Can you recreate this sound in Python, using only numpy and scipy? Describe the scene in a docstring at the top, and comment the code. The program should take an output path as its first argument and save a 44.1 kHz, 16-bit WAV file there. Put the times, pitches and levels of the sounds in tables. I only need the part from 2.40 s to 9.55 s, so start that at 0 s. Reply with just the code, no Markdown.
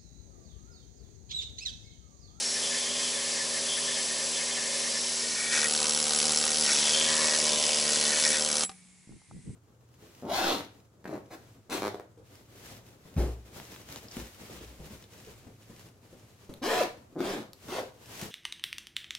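"""A pneumatic needle scaler chips rust off a steel vehicle frame, close to a hand-held camera.
Its piston runs at nearly 80 strokes/s: needle contacts ring tool and frame, piston pushes shake body and bracket.
Loose needles first chatter in a dense rasp; pressed home, they hammer in step and the frame rings.
The tool stops with clinks (decaying sines and noise); air seeps on (filtered noise, a whistle, a hum).
Low buffets, bumps and ticks follow as the camera is moved."""
import sys
import numpy as np
from scipy import signal
from scipy.fft import rfft, irfft, next_fast_len
from scipy.io import wavfile
from scipy.ndimage import map_coordinates

SR = 44100
rng = np.random.default_rng(int(sys.argv[2]) if len(sys.argv) > 2 else 0)


def file_out(sig):
    """Save sig as 16-bit WAV at sys.argv[1]."""
    # one column per channel
    cols = np.atleast_2d(sig).T
    # limit, then scale
    lim = np.clip(cols, -1, 1)
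    pcm = np.round(lim * 32767).astype(np.int16)
    wavfile.write(sys.argv[1], SR, pcm)


N = 315315

# piston speed: time_s, strokes_per_s
PISTON_SPEED = [(0.0, 77.3), (0.15, 79.46), (0.7, 80.79), (1.05, 78.4), (1.55, 80.5), (1.67, 76.45),
                (1.85, 78.84), (3.14, 78.35), (3.2, 74.9), (3.29, 74.3), (3.32, 75.7), (3.61, 75.5),
                (3.8, 74.2), (3.83, 75.8), (4.04, 75.7), (4.08, 77.9), (4.13, 73.5), (4.17, 77),
                (4.24, 75.9), (4.28, 72.8), (4.33, 72), (4.37, 74.5), (4.48, 73.6), (4.55, 77.9),
                (4.76, 77.6), (4.91, 75.6), (4.96, 77.1), (5.09, 75.4), (5.68, 74.7), (5.81, 76.1),
                (6.07, 75.9), (6.13, 74.4), (6.24, 75)]
# pressing home: time_s, in_step_energy_share (0-1), late_bounce_share of that (0-1)
PRESSURE = [(0, 0.05, 0.77), (3.115, 0.02, 0.9), (3.13, 0.72, 0.55), (3.25, 0.9, 0.24), (3.29, 0.8, 0.03),
            (4.2, 0.84, 0.17), (4.3, 0.77, 0.53), (4.9, 0.82, 0.33), (5.45, 0.77, 0.31), (5.92, 0.81, 0.32),
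            (6.05, 0.78, 0)]
# first echo null, lower as the tool moves from the bracket's top to its edge: time_s, null_hz
ECHO_NULL = [(0, 1120), (.3, 1270), (2.6, 1380), (3.1, 1030), (3.35, 680), (4.05, 676), (4.6, 1160),
             (5.2, 1320), (5.95, 967), (6.1, 650)]

# needle spectrum: freq_hz, density_db_per_hz
NEEDLE_SPECTRUM = [(120, -25.5), (300, -11.5), (450, -12), (800, -3.5), (1400, -9), (2200, -4.5),
                   (3000, -2.5), (4000, 2), (4900, 3.5), (5900, 4.5), (7000, 2), (8000, 2), (8800, -0.5),
                   (9700, -2.5), (11000, -7.5)]
# single needle shafts: freq_hz, width_hz, level_db
SHAFT_MODES = [(4460, 110, -6.5), (4620, 82, -6.5), (4980, 180, -2), (5180, 90, -1.5), (6140, 69, -4.5),
               (6860, 94, -2), (6920, 99, -5.5), (8160, 110, 1)]
# crack of a firm blow on steel: freq_hz, width_hz, level_db
CRACK_MODES = [(1540, 1600, -2), (2143, 450, 9.5)]
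# barrel: freq_hz, width_hz, level_db
BARREL_MODES = [(7680, 134, -1.3), (10245, 195, -0.22)]
# needle sleeve: freq_hz, width_hz, level_db
SLEEVE_MODES = [(5500, 83, 4.3), (5810, 110, 0.5), (5850, 190, -1.3)]
# needles rub in the sleeve: middle_s, length_s, level_db
SLEEVE_RUBS_TABLE = [(.05, 0.32, -38), (2.75, 0.52, -43.5), (3.2, .16, -45), (3.85, 0.59, -43),
                     (4.35, 0.24, -36), (5.85, 0.18, -40)]

# frame rail, wall: freq_hz, width_hz, level_db
RAIL_WALL_MODES = [(1630, 67, 1), (1743, 22, 12.9), (1882, 59, 4.8), (1964, 49, 4), (2167, 77, 6.9),
                   (2196, 45, 8.4), (2570, 57, 1.3), (2610, 46, 1)]
# frame rail, corner: freq_hz, width_hz, level_db
RAIL_CORNER_MODES = [(1500, 87, 5), (1641, 18, 10), (1870, 62, 11.5), (2065, 37, -1), (2298, 57, 13),
                     (2520, 38, 13)]
# contact place on the rail: time_s, place (0 wall, 1 corner)
RAIL_CONTACT = [(2.65, 0), (2.9, 1), (4.35, 0.96), (4.6, 0), (5.05, 0.24), (5.35, 0.72)]
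# needles bite into the rail: middle_s, length_s, level_db
RAIL_BITES_TABLE = [(.18, 0.054, -41), (.35, 0.067, -39.5), (.47, 0.023, -41.5), (.61, 0.028, -41),
                    (.82, 0.21, -45), (1.0, 0.082, -40), (1.17, 0.075, -41.5), (1.38, 0.024, -36),
                    (1.5, 0.049, -42), (1.59, 0.05, -40.5), (1.72, 0.043, -41.5), (1.81, 0.036, -42),
                    (2.01, 0.048, -40), (2.1, .04, -41), (2.18, 0.029, -39.5), (2.29, 0.26, -44),
                    (2.46, .05, -40), (2.57, 0.041, -41.5), (3.02, .17, -39), (3.155, 0.072, -29.5),
                    (3.24, 0.052, -32), (4.295, 0.038, -30.5), (4.82, 0.32, -36), (5.48, 0.14, -49),
                    (5.74, 0.14, -34.5), (5.862, 0.03, -28.5), (5.94, 0.076, -33.5)]
# bracket lip: freq_hz, width_hz, level_db
LIP_MODES = [(3148, 70, 8), (3345, 90, 8.5), (3498, 80, 2)]
# bracket flank: freq_hz, width_hz, level_db
FLANK_MODES = [(2970, 48, 0), (3060, 59, 1), (3540, 29, 3.5), (3640, 22, -8)]
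# needles catch the bracket rim: middle_s, length_s, level_db
RIM_BITES_TABLE = [(.26, 0.073, -36.5), (.56, 0.43, -39), (1.33, .09, -35.5), (1.5, 0.21, -39),
                   (1.96, 0.064, -39.5), (2.14, 0.062, -39), (3.16, 0.15, -39.5), (4.56, 0.31, -31),
                   (5.22, 0.45, -39), (5.75, 0.4, -39.5)]

# thud of the tool's body: freq_hz, density_db_per_hz
BODY_SPECTRUM = [(35, -52), (76, -9.5), (115, -12), (152, -2.5), (228, 3.5), (300, 1), (380, 2),
                 (455, 11.5), (530, 4), (605, -7), (760, -2), (950, -28), (1300, -22.5), (3000, -83)]
# bracket top: freq_hz, width_hz, level_db
BRACKET_MODES = [(530, 73, 7.5), (643, 50, 2.5)]
# bracket's flat face: freq_hz, width_hz, level_db
FACE_MODES = [(974, 42, 2), (1076, 76, 4), (1172, 52, 0), (1242, 35, 2)]
# needles drum on the face: middle_s, length_s, level_db
FACE_DRUMS_TABLE = [(3.47, 0.12, -42.5), (4.82, 0.26, -37.5)]
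# bracket's outer edge: freq_hz, width_hz, level_db
EDGE_MODES = [(518, 44, 4.5), (768, 17, 11), (900, 18, -9), (1208, 63, -1), (1480, 210, -12.5),
              (3135, 59, 5)]
# needles slip off the bracket, which falls quieter: middle_s, length_s, gain_db
BRACKET_SLIPS = [(0.083, 0.19, -5), (2.927, 0.35, -3.5)]
# bracket hum while the tool is seated on it: time_s, level_db
SEATED_HUM = [(4.45, -65), (4.57, -50), (4.85, -44.5), (5.1, -44.5), (5.5, -47), (5.95, -46.5), (6.12, -49)]
# seated hum: freq_hz, width_hz, level_db
SEATED_MODES = [(542, 40, -7), (611, 30, 0)]
# bracket's plate sings under the seated tool, higher as it moves in: time_s, pitch_hz, level_db
PLATE_SONG = [(4.25, 930, -73), (4.4, 950, -49), (4.6, 975, -52), (4.85, 1032, -54), (5.1, 1020, -40.5),
              (5.5, 1030, -51), (5.85, 1020, -49), (6.1, 990, -56)]

# needles settle: time_s, relative_db
CLINK_EVENTS = [(6.232, -22.5), (6.24, -33), (6.294, -26.5), (6.315, -38)]
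# needle bundle in the clinks: freq_hz, level_db, t60_s
BUNDLE_MODES = [(775, 3, .07), (1200, 1, .04), (3380, -5, .035), (5290, -2, .028), (6200, -9, .025),
                (7725, -8, .055), (10260, -10, .055)]
# barrel rings out once the needles are free: freq_hz, relative_db, t60_s
RING_OUT_MODES = [(7690, -27, 0.11), (10220, -26, 0.085)]

# seeping air: freq_hz, density_db_per_hz
SEEP_SPECTRUM = [(180, -47), (300, -23), (437, -9), (532, -17), (836, -11), (1350, -15.5), (1720, -11),
                 (2190, -6.5), (3060, -13.5), (6020, -10.5), (7550, -8.5), (9600, -8.5), (11000, -12),
                 (14300, -40), (22000, -120)]
# leak hiss shifts in pitch as the pressure settles: time_s, center_hz, db_re_seep
LEAK_HISS = [(6.33, 10000, 0), (6.42, 9000, -5), (6.49, 7250, -2), (6.62, 7540, -5), (6.85, 7900, -14),
             (7.0, 8400, -4), (7.15, 8400, 1)]
# air buffets the microphone: middle_s, length_s, gain_db
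BUFFET_SWELLS = [(6.735, 0.069, -55), (6.96, 0.083, -53), (7.09, .06, -47), (7.14, .04, -56)]
# buffet rumble: freq_hz, density_db_per_hz
RUMBLE_SPECTRUM = [(20, -16), (50, 3), (120, 8.5), (200, 6.5), (300, -0.5), (450, -10), (700, -33),
                   (1500, -47)]
# soft handling bumps: time_s, start_db, pitch_hz
HANDLING_BUMPS = [(6.674, -42, 200), (6.693, -37, 260), (6.708, -38, 170), (6.724, -44, 150),
                  (6.734, -39, 196), (6.765, -46, 220), (6.925, -49, 160), (6.949, -42, 170),
                  (6.966, -36, 191), (6.992, -42, 160), (7.073, -38, 200), (7.094, -31, 130),
                  (7.103, -32, 150)]
# small dull ticks: time_s, level_db
HANDLING_TICKS = [(6.722, -52), (6.818, -53), (6.912, -40)]
# tick spectrum: freq_hz, density_db_per_hz
TICK_SPECTRUM = [(400, -8), (700, 0), (850, 6), (1000, -6), (1300, -1), (1800, -26), (4000, -45)]

# microphone ports, level: freq_hz, left_minus_right_db
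PORT_TILT = [(100, -1.5), (260, -1), (450, 1), (700, 1.5), (900, 2.5), (1500, 3), (2100, 4.5), (2800, 1.7),
             (5000, -0.5), (11000, 0.5)]
# microphone ports, phase: freq_hz, left_lead_rad
PORT_LEAD = [(80, 0.36), (200, 0.35), (350, 1), (600, 0.48), (780, 0.91), (1100, 0.34), (1600, 0.11),
             (2200, 0)]
# stereo width of the diffuse sound, opposite in left and right, very narrow at 5.5-8 kHz: freq_hz, gain_db
WIDTH_GAIN = [(100, -21), (550, -18), (850, -8), (1800, -11.5), (3700, -13), (5500, -44), (7900, -44),
              (8500, -22), (11000, -13.5)]
# garage decay: freq_hz, t60_s
GARAGE_T60 = [(200, 0.37), (2000, 0.063), (10000, 0.039)]

# _DB: with loose needles; _PRESS_DB: added by full pressure
NEEDLE_DB, NEEDLE_PRESS_DB = -32, 2.5
BOUNCE_DB = 9.5  # added under full pressure when all blows are late bounces
SHAFTS_DB, SHAFTS_VARY_DB = -14.5, 3  # against the bundle; spread of the wander's knots
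BARREL_DB, BARREL_PRESS_DB = -39.5, 7
BARREL_EDGE_DB, BARREL_WAVER_DB = 1, 1.2  # added on the bracket's edge; spread of the waver's knots
SLEEVE_DB, SLEEVE_PRESS_DB = -56, 10
RAIL_DB, RAIL_PRESS_DB = -49.5, 1.5
LIP_DB, LIP_PRESS_DB = -49, -3
BODY_DB, BODY_PRESS_DB = -47.5, 8
BRACKET_DB, BRACKET_PRESS_DB = -47.5, 9.5
FACE_DB, FACE_PRESS_DB = -51.5, -6
EDGE_DB, EDGE_PRESS_DB = -48.5, 13
OUTWARD_DB = -3.5  # change of bracket top and face with the needles out on the edge
EDGE_NULL_HZ, TOP_NULL_HZ = 620, 1210  # echo null on the edge, on the top
FLANK_S, FLANK_TAKES_S = 4.88, 0.35  # needles move from the bracket's lip down to its flank
FLANK_SHARE_BEFORE, FLANK_SHARE_AFTER = 0.15, 1
RETURN_CYCLES, RETURN_SCATTER_CYCLES = .45, .14  # when the needles bounce
BLOW_SCATTER_DB, HEAD_SCATTER_DB = 1.1, 2.5  # spread of the blows at needle tips, at heads
FIRM_ROUGH, LOOSE_ROUGH = .25, 0.89  # noise in the push when firm; added with loose needles
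PLATE_WIDTH_HZ = 54
STOP_S = 6.24  # the trigger is let go
SEEP_GAIN_DB, SEEP_EXCESS_DB, SEEP_FADE_S = -65.5, 10.5, 0.13  # settled; excess until the stop; time constant
WHISTLE_HZ, WHISTLE_SAG_HZ_PER_S = 2340, 440
WHISTLE_KNOTS_PER_S, WHISTLE_DB = 170, -8.5  # wobble rate; gain against the seep
LEAK_WIDTH_HZ = 1100
RUMBLE_REST_DB = -72.5  # gain between the buffets
SWAY_KNOTS_PER_S = 2.5  # how fast the hand-held camera changes the reflections
TOP_HZ = 11080


def scaler():
    """Needle contacts ring tool and frame; the piston shakes the heavier parts until the trigger is let go."""
    press, bouncy = np.clip(curves(PRESSURE), 0, 1)
    starts, periods = strokes()
    hits = contacts(starts, periods, spread_s=.0006, scatter_db=BLOW_SCATTER_DB,
                    shiver_db=-3.0, shiver_decay_s=0.0093, count=44)
    heads = contacts(starts, periods, spread_s=0.00089, scatter_db=HEAD_SCATTER_DB,
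                     shiver_db=3.5, shiver_decay_s=0.016, count=26)
    push = piston(starts, periods, press, back_share=.5, back_db=-8, back_press_db=-3.5, rough=0.15)
    work = tool(hits, heads, press, bouncy) + frame(hits, press) + buzz(push, hits, press) + seated(push)
    running = amp(-60 * np.maximum(np.arange(N) / SR - STOP_S, 0) / .06)
    return running * glancing(work, echo_db=-12.5, corner_hz=2740)


def strokes():
    """Start time and length of every piston cycle, with slight timing jitter."""
    rate, = curves(PISTON_SPEED)
    turns = np.cumsum(rate) / SR
    at = np.searchsorted(turns, np.arange(1, int(turns[-1])))
    return at / SR + rng.normal(0, .00007, len(at)), 1 / rate[at]


def contacts(starts, periods, spread_s, scatter_db, shiver_db, shiver_decay_s, count):
    """Each blow throws the needles at the steel almost together; they shiver, and bounce as the piston returns."""
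    press, bouncy = np.clip(curves(PRESSURE), 0, 1)
    shape = (len(starts), count)
    force = amp(scatter_db * rng.standard_normal((len(starts), 1)))

    def cluster(at):
        times = at[:, None] + spread_s * rng.exponential(size=shape)
        return unit(impulses(times, force * rng.choice([-1, 1], shape)))

    def bounce():
        late = RETURN_CYCLES + RETURN_SCATTER_CYCLES * rng.standard_normal(len(starts))
        return cluster(starts + periods * late)

    blow = cluster(starts)
    blow = unit(blow + amp(-14.0) * rung(blow, [(5500, 4100, 0)]))  # shafts snap in the mid treble
    bounces = unit(sum(bounce() for _ in range(4)))
    t = np.arange(N) / SR
    age = np.abs(t - starts[np.maximum(np.searchsorted(starts, t) - 1, 0)])
    shiver = unit(np.exp(-age / shiver_decay_s) * rng.standard_normal(N))
    in_step = np.sqrt(1 - bouncy) * blow + np.sqrt(bouncy) * bounces + amp(shiver_db) * shiver
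    in_step = in_step / np.hypot(1, amp(shiver_db))
    # loose contacts are so dense that they merge with the exhaust into a rasp
    return np.sqrt(press) * in_step + np.sqrt(1 - press) * rng.standard_normal(N)


def piston(starts, periods, press, back_share, back_db, back_press_db, rough):
    """Opposite pushes on blow and return; pressure cushions the return, so even harmonics fill in."""
    size = 1 + rough * rng.standard_normal((2, len(starts)))
    returns = starts + periods * (back_share + rng.normal(0, .008, len(starts)))
    back = amp(back_db + back_press_db * press) * impulses(returns, size[1])
    return unit(impulses(starts, size[0]) - back)


def tool(hits, heads, press, bouncy):
    """Needles ring from their tips, the barrel from their heads; firm blows add a broad, lower crack."""
    needle_db = NEEDLE_DB + press * (NEEDLE_PRESS_DB + BOUNCE_DB * bouncy) + 0.38 * wobble(11)
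    bundle = coloured(hits, NEEDLE_SPECTRUM)
    shafts = amp(SHAFTS_DB) * rung(hits, SHAFT_MODES, vary_db=SHAFTS_VARY_DB)
    crack = amp(-10.5) * press * rung(hits, CRACK_MODES)
    barrel_db = BARREL_DB + BARREL_PRESS_DB * press + BARREL_EDGE_DB * on_edge() + BARREL_WAVER_DB * wobble(10)
    barrel = amp(barrel_db) * rung(heads, BARREL_MODES)
    sleeve = swells(SLEEVE_RUBS_TABLE, SLEEVE_DB + SLEEVE_PRESS_DB * press) * rung(hits, SLEEVE_MODES)
    return amp(needle_db) * (bundle + shafts + crack) + barrel + sleeve


def frame(hits, press):
    """Rail and bracket rim ring out where the needles bite; the place chooses the modes."""
    corner = np.clip(curves(RAIL_CONTACT)[0], 0, 1)
    rail = np.sqrt(1 - corner) * rung(hits, RAIL_WALL_MODES) + np.sqrt(corner) * rung(hits, RAIL_CORNER_MODES)
    move = (np.arange(N) / SR - FLANK_S) / FLANK_TAKES_S
    flank = np.interp(move, [-.5, .5], [FLANK_SHARE_BEFORE, FLANK_SHARE_AFTER])
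    rim = (1 - flank) * rung(hits, LIP_MODES) + flank * rung(hits, FLANK_MODES)
    rail_gain = swells(RAIL_BITES_TABLE, RAIL_DB + RAIL_PRESS_DB * press)
    rim_gain = swells(RIM_BITES_TABLE, LIP_DB + LIP_PRESS_DB * press)
    return rail_gain * unit(rail) + rim_gain * unit(rim)


def buzz(push, hits, press):
    """The piston shakes body and bracket; loose needles pass the push on less regularly."""
    passed_on = push + (FIRM_ROUGH + LOOSE_ROUGH * (1 - press)) * rng.standard_normal(N)
    struck = passed_on + .5 * hits
    outward = on_edge()
    body = amp(BODY_DB + BODY_PRESS_DB * press) * coloured(push + 0.43 * hits, BODY_SPECTRUM)
    bracket_db = BRACKET_DB + BRACKET_PRESS_DB * press + OUTWARD_DB * outward
    bracket = amp(bracket_db) * rung(passed_on, BRACKET_MODES)
    face_db = FACE_DB + FACE_PRESS_DB * press + OUTWARD_DB * outward
    face = swells(FACE_DRUMS_TABLE, face_db) * rung(struck, FACE_MODES)
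    edge = outward * amp(EDGE_DB + EDGE_PRESS_DB * press) * rung(struck, EDGE_MODES)
    grip = amp(sum(db * bell(s, length) for s, length, db in BRACKET_SLIPS))
    return body + grip * (bracket + face + edge)


def seated(push):
    """Seated firmly, the tool passes every stroke on cleanly, and the bracket hums and sings."""
    hum_db, = curves(SEATED_HUM)
    plate_hz, plate_db = curves(PLATE_SONG)
    hum = amp(hum_db) * rung(push, SEATED_MODES)
    return hum + amp(plate_db) * gliding(push, plate_hz, PLATE_WIDTH_HZ)


def on_edge():
    """Where the tool works: 0 on the bracket's top, 1 out on its edge."""
    return np.interp(curves(ECHO_NULL)[0], [EDGE_NULL_HZ, TOP_NULL_HZ], [1, 0])


def glancing(x, echo_db, corner_hz):
    """A close, dulled reflection, its path changing with the tool's position, sweeps a comb through x."""
    null_hz, = curves(ECHO_NULL)
    n = np.arange(N)
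    dulled = filtered(x, lambda hz: 1 / (1 + (hz / corner_hz) ** 2))
    echo = np.interp(n - SR / (2 * null_hz), n, dulled)  # half a period late at the null
    return x + amp(echo_db) * echo


def clinks():
    """The last weak strokes drop the needles back into their sleeve, and the barrel rings out."""
    t = np.arange(SR // 4) / SR

    def ringing(modes):
        total = np.zeros(len(t))
        for hz, db, t60 in modes:
            decay = amp(db + rng.normal(0, 1) - 60 * t / t60)
            total += decay * np.sin(2 * np.pi * (hz * t + rng.random()))
        return total

    out = np.zeros(N)
    for s, db in CLINK_EVENTS:
        noise = signal.lfilter(*signal.butter(1, 7000, fs=SR), rng.standard_normal(len(t)))
        crack = 3.1 * amp(-60 * t / 0.035) * noise
        out[round(s * SR):][:len(t)] += amp(db - 14.5) * (ringing(BUNDLE_MODES) + crack)
    out[round(STOP_S * SR):][:len(t)] += ringing(RING_OUT_MODES) * amp(5) * (1 - np.exp(-t / .012))
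    return out


def garage(x):
    """A short diffuse answer from floor and bodywork, different at each port."""
    hz, t, z = signal.stft(rng.standard_normal((2, SR // 3)), SR, nperseg=256)
    tail = signal.istft(z * amp(-60 * t / along(GARAGE_T60, hz)[:, None]), SR, nperseg=256)[1]
    delayed = np.pad(x, (200, 0))[None]
    return signal.fftconvolve(delayed, tail / np.linalg.norm(tail[0]), axes=1)[:, :N]


def ports(x):
    """Ports differ slightly in level and phase; diffuse sound, opposite in each, shifts as the camera sways."""
    side = np.array([[.5], [-.5]])
    direct = filtered(x, lambda hz: amp(side * along(PORT_TILT, hz)) * np.exp(1j * side * along(PORT_LEAD, hz)))
    t = np.arange(SR // 25) / SR
    echoes = rng.standard_normal((2, len(t))) * (t > .002) * amp(-60 * t / 0.049)
    first, second = signal.oaconvolve(x[None], echoes / np.linalg.norm(echoes[0]), axes=1)[:, :N]
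    sway = np.pi * wobble(SWAY_KNOTS_PER_S)
    mix = np.cos(sway) * first + np.sin(sway) * second
    diffuse = filtered(mix, lambda hz: amp(along(WIDTH_GAIN, hz)))
    return direct + 2 * side * diffuse


def idle():
    """Air seeps from the coupling with a shifting hiss and a faint whistle; after the stop a low hum fades."""
    t = np.arange(N) / SR
    since = np.maximum(t - STOP_S, 0)
    seep = coloured(rng.standard_normal((2, N)), SEEP_SPECTRUM)
    turn = 2 * np.pi * np.cumsum(WHISTLE_HZ - WHISTLE_SAG_HZ_PER_S * since) / SR
    whistle = wobble(WHISTLE_KNOTS_PER_S) * np.sin(turn) + wobble(WHISTLE_KNOTS_PER_S) * np.cos(turn)
    leak_hz, leak_db = curves(LEAK_HISS)
    leak = amp(leak_db) * gliding(rng.standard_normal(N), leak_hz, LEAK_WIDTH_HZ)
    hum_gain = amp(-53.0 - 29 * since) * (1 - np.exp(-since / 0.0057))
    hum = hum_gain * np.sin(2 * np.pi * 183 * t + .2 * wobble(23))
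    seep_db = SEEP_GAIN_DB + SEEP_EXCESS_DB * np.exp(-since / SEEP_FADE_S)
    air = 0.83 * seep.mean(0) + 0.95 * seep + leak + amp(WHISTLE_DB) * unit(whistle)
    return amp(seep_db) * air + hum


def handling():
    """The camera is moved: noise buffets, decaying sine bumps and a few dull ticks."""
    rumble = coloured(rng.standard_normal((2, N)), RUMBLE_SPECTRUM)
    buffets = swells(BUFFET_SWELLS, RUMBLE_REST_DB) * (0.41 * rumble.mean(0) + 1.84 * rumble)
    bumps, t = np.zeros(N + SR), np.arange(SR // 10) / SR
    for s, db, hz in HANDLING_BUMPS:
        bumps[round(s * SR):][:len(t)] += amp(db - 12 * hz * t) * np.sin(2 * np.pi * hz * t)
    s, db = np.transpose(HANDLING_TICKS)
    ticks = coloured(impulses(s, amp(db)), TICK_SPECTRUM)
    return buffets + bumps[:N] + amp(db.max()) * ticks / np.abs(ticks).max()


def amp(db):
    """Decibels to gain."""
    return 10 ** (np.asarray(db) / 20)


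def unit(x):
    """Scale to rms 1."""
    return x / np.sqrt(np.mean(x ** 2) + 1e-20)


def along(points, hz):
    """(freq_hz, value) points read on a log axis."""
    f, v = np.transpose(points)
    return np.interp(np.log(hz + 1), np.log(f + 1), v)


def curves(rows):
    """One value per sample for each column after the time."""
    s, *cols = np.transpose(rows)
    return [np.interp(np.arange(N) / SR, s, c) for c in cols]


def wobble(knots_per_s):
    """A smooth random curve through normal knots."""
    knots = rng.standard_normal(int(N * knots_per_s / SR) + 4)
    return map_coordinates(knots, [np.arange(N) * knots_per_s / SR])


def bell(s, length):
    """A rounded rise and fall of height 1 around s, half as high at the ends of its length."""
    out = np.zeros(N)
    near = np.arange(max(0, int((s - 3 * length) * SR)), min(N, int((s + 3 * length) * SR)))
    out[near] = .5 ** np.square(2 * (near / SR - s) / length)
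    return out


def swells(rows, rest_db):
    """A resting gain, power-summed with a swell for each (middle_s, length_s, level_db) row."""
    return np.sqrt(amp(rest_db) ** 2 + sum((amp(db) * bell(s, length)) ** 2 for s, length, db in rows))


def impulses(times, sizes):
    """A train of single contacts."""
    at = np.clip(np.round(np.ravel(times) * SR).astype(int), 0, N)
    return np.bincount(at, np.ravel(sizes), N + 1)[:N]


def filtered(x, response):
    """x times a complex response of frequency."""
    m = 2 * next_fast_len(N // 2 + SR // 4)
    return irfft(rfft(x, m) * response(np.fft.rfftfreq(m, 1 / SR)), m)[..., :N]


def coloured(x, spectrum):
    """x through a causal (minimum-phase) filter with the given spectrum, at rms 1."""
    def response(hz):
        cepstrum = irfft(np.log(amp(along(spectrum, hz))))
        cepstrum[1:len(hz) - 1] *= 2  # fold onto positive time
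        cepstrum[len(hz):] = 0
        return np.exp(rfft(cepstrum))
    return unit(filtered(x, response))


def rung(x, modes, vary_db=0):
    """x through resonances of alternating sign, at rms 1; each may swell and fade as the needles wander."""
    out = np.zeros(N)
    for k, (hz, width_hz, db) in enumerate(modes):
        swell_db = vary_db * wobble(7) if vary_db else 0
        resonance = signal.lfilter(*signal.iirpeak(hz, hz / width_hz, SR), x)
        out += (-1) ** k * amp(db + swell_db) * resonance
    return unit(out)


def gliding(x, hz, width_hz):
    """x through one resonance whose pitch moves (shift to 0 Hz, low-pass, shift back), at rms 1."""
    turn = np.exp(2j * np.pi * np.cumsum(hz) / SR)
    return unit(np.real(turn * signal.lfilter(*signal.butter(2, width_hz / 2, fs=SR), x / turn)))


def scene():
    """The tool in its surroundings, and the quiet after it."""
    work = scaler() + clinks()
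    return ports(work) + amp(-20.5) * garage(work) + idle() + handling()


def record(dry):
    """The camera rounds off the highest peaks and keeps nothing above its band limit."""
    rounded = dry / (1 + np.abs(dry / .3) ** 4) ** (1 / 4)
    return filtered(rounded, lambda hz: hz < TOP_HZ)


dry = scene()
out = record(dry)
file_out(out)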